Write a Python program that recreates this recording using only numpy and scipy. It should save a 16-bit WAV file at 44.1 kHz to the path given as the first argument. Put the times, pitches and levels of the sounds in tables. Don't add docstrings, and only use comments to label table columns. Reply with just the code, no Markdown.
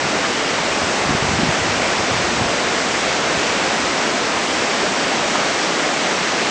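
import sys
import numpy as np
from scipy import signal
from scipy.fft import rfft, irfft
from scipy.io import wavfile
from scipy.ndimage import uniform_filter1d

SR = 44100
rng = np.random.default_rng(int(sys.argv[2]) if len(sys.argv) > 2 else 0)


def transcribe(u):
    v = np.clip(np.atleast_2d(u).T, -1, 1)
    q = np.round(v * 32767).astype(np.int16)
    wavfile.write(sys.argv[1], SR, q)


N = 286650
TIME = np.arange(N) / SR
TOP_HZ = 9200

# frequency in Hz, relative level in dB.
ROAR_SPECTRUM = [(20, -31), (110, -15.5), (160, -5.5), (220, -1.4), (340, -0.4), (480, -1.5), (680, -0.37),
                 (1000, -3.5), (1300, -3.5), (1600, -4.5), (2200, -5), (3200, -9), (3900, -10.5),
                 (5800, -11.5), (7700, -16.5), (9100, -30)]
# frequency in Hz, relative level in dB.
RUMBLE_SPECTRUM = [(20, -17), (45, -5.5), (80, 4.5), (150, 3), (300, -11.5), (900, -49)]
FLUTTER_SPECTRUM = [(50, -20), (140, 6), (300, 2.5), (480, -6.5), (1000, -45)]
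# arrival in seconds, hold in seconds, level in dB.
GUSTS = [(.04, .02, -32), (.835, .01, -38), (1.076, 0.37, -29), (1.6, .16, -32), (2.14, 0.32, -32),
         (3.32, .06, -38)]
# centre in seconds, pitch in Hz, envelope level in dB, half length in cycles.
EDDIES = [(.838, 85, -26, 0.72), (1.094, 250, -11.5, .55), (1.109, 175, -9, .44), (1.151, 185, -10, .44),
          (1.227, 185, -13, .6), (1.292, 100, -17, 0.65), (1.314, 200, -16, .8), (1.338, 160, -14, .6),
          (1.391, 220, -11, .6), (1.4, 260, -13, .9), (1.434, 205, -6, .4), (1.474, 200, -16, .8),
          (1.492, 145, -11, 0.92), (1.619, 105, -25, 1.1), (1.715, 105, -25, 1), (2.004, 100, -24, 1.1),
          (2.121, 120, -20, .7), (2.19, 125, -21.5, .8), (2.412, 220, -11.5, 0.65),
          (2.421, 125, -13.5, 0.84), (3.377, 115, -23, .6), (3.846, 75, -31, .7)]
# centre in seconds, strongest frequency in Hz,
# level in dB, half length in seconds, width in octaves.
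SLOPS = [(0.25, 1200, -22, .014, 1), (.825, 5000, -33.5, .032, 0.4), (4.562, 4800, -35.5, .02, .45),
         (4.836, 350, -22.5, 0.014, 1), (5.355, 850, -23.5, 0.024, 1.2), (5.425, 900, -28, .035, 1.2)]
# centre in seconds, pitch in Hz, envelope level in dB.
STONE_KNOCK = (5.356, 1050, -6.5)


def undb(db):
    return 10 ** (np.asarray(db) / 20)


def unit(x):
    return x / np.sqrt(np.mean(x ** 2))


def colour(x, spectrum):
    hz, db = np.transpose(spectrum)
    bin_hz = np.maximum(np.fft.rfftfreq(N, 1 / SR), 1)
    return irfft(rfft(x) * undb(np.interp(np.log(bin_hz), np.log(hz), db)), N)


def waver(rate_hz):
    hold = max(int(SR / rate_hz), 2)
    steps = np.repeat(rng.standard_normal(N // hold + 1), hold)
    return unit(uniform_filter1d(uniform_filter1d(steps, hold), hold)[:N])


def churn(surge_db, flicker_db, flicker_hz, bands=20):
    spectrum = rfft(rng.standard_normal(N))
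    surge = surge_db * waver(2.9)
    band_of_bin = np.searchsorted(np.geomspace(100, TOP_HZ, bands), np.fft.rfftfreq(N, 1 / SR))
    noises = (irfft(spectrum * (band_of_bin == k), N) for k in range(bands))
    return unit(sum(noise * undb(surge + flicker_db * waver(flicker_hz)) for noise in noises))


def falls(spray_rise_db):
    water = unit(colour(churn(surge_db=-0.2, flicker_db=.5, flicker_hz=18), ROAR_SPECTRUM))
    body = signal.sosfiltfilt(signal.butter(2, 2500, fs=SR, output="sos"), water)
    spray = water - body
    return body * undb(-18.5) + spray * undb(-19.5 + spray_rise_db)


def rings(low_hz, high_hz, cycles, glide, spread_db, count, samples=1024):
    when, pitch, strength, life = rng.random((count, 4)).T[:, :, None]
    hz = low_hz * (high_hz / low_hz) ** pitch
    turns = hz * np.arange(samples) / SR
    age = turns / (cycles * (.5 + life))
    gain = undb(-spread_db * np.log(np.maximum(1 - strength, .01)))
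    rise = 1 + glide * np.minimum(age, 2) / 2
    ring = gain * np.exp(-np.log(100) * age) * np.sin(2 * np.pi * turns * rise)
    places = (when * N).astype(int) + np.arange(samples)
    return unit(np.bincount(places.ravel(), ring.ravel(), N)[:N])


def canyon(x, t60_s, wet_db):
    tail = rng.standard_normal(N) * np.exp(-np.log(1000) * TIME / t60_s) * (TIME > .02)
    reflections = signal.fftconvolve(x, tail / np.linalg.norm(tail))[:N]
    return unit(x + undb(wet_db) * reflections)


def runoff(spray_rise_db):
    bubbles = rings(450, 2510, cycles=12, glide=.19, spread_db=2.5, count=3000)
    droplets = rings(2080, 7050, cycles=6, glide=.1, spread_db=7.5, count=16000, samples=128)
    gurgle = canyon(bubbles, t60_s=.87, wet_db=-7) * undb(-33.5)
    fizz = canyon(droplets, t60_s=.19, wet_db=-5) * undb(-50.5 + spray_rise_db + 2.2 * waver(11))
    return gurgle + fizz


def gust(arrival_s, hold_s, attack_s=.035, release_s=.064):
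    early = np.maximum(arrival_s - TIME, 0)
    late = np.maximum(TIME - arrival_s - hold_s, 0)
    return np.exp(-early / attack_s - late / release_s)


def wind(peak_s=2.2, slope_db_per_s=3.5, hard_gust_db=-29.5):
    breeze = undb(-37.5 - slope_db_per_s * np.abs(TIME - peak_s) + waver(6.6))
    gust_power = sum((undb(db) * gust(arrival_s, hold_s)) ** 2 for arrival_s, hold_s, db in GUSTS)
    force = np.sqrt(breeze ** 2 + gust_power)
    rumble = unit(colour(rng.standard_normal(N), RUMBLE_SPECTRUM) * undb(.76 * waver(35)))
    flutter = unit(colour(rng.standard_normal(N), FLUTTER_SPECTRUM) * undb(2 * waver(35)))
    flutter_share = 1 / (1 + (undb(hard_gust_db) / force) ** 3)
    return (np.sqrt(1 - flutter_share) * rumble + np.sqrt(flutter_share) * flutter) * force


def slops():
    splashes = np.zeros(N)
    for centre_s, hz, db, half_s, octaves in SLOPS:
        corners_hz = hz * 2.0 ** (octaves * np.array([-2, 0, 1, 3]))
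        spectrum = list(zip(corners_hz, [-30, 0, -10, -45]))
        splash = unit(colour(rng.standard_normal(N), spectrum))
        splashes += splash * undb(db) * np.exp(-((TIME - centre_s) / half_s) ** 2)
    return splashes


def pulse(centre_s, hz, db, half_cycles):
    turns = (TIME - centre_s) * hz
    return undb(db) * np.sin(2 * np.pi * turns) * np.exp(-(turns / half_cycles) ** 2)


def eddies():
    return sum(pulse(*eddy) for eddy in EDDIES)


def gulp(centre_s=4.853, hz=606, rise_hz_per_s=1200, half_s=.022):
    offset_s = TIME - centre_s
    turns = hz * offset_s + rise_hz_per_s * offset_s ** 2 / 2
    envelope = np.exp(-(offset_s / half_s) ** 2)
    return np.sin(2 * np.pi * turns) * envelope * undb(-22 + 1.2 * waver(120))


def stone():
    return pulse(*STONE_KNOCK, half_cycles=.48)


def scene():
    spray_rise_db = .14 * TIME
    mono = falls(spray_rise_db) + runoff(spray_rise_db) + wind() + slops() + eddies() + gulp() + stone()
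    return np.array([mono, mono])


def record(dry):
    thinned = signal.sosfilt(signal.butter(1, 15, "high", fs=SR, output="sos"), dry)
    return signal.sosfilt(signal.ellip(10, .2, 80, TOP_HZ, fs=SR, output="sos"), thinned)


dry = scene()
out = record(dry)
transcribe(out)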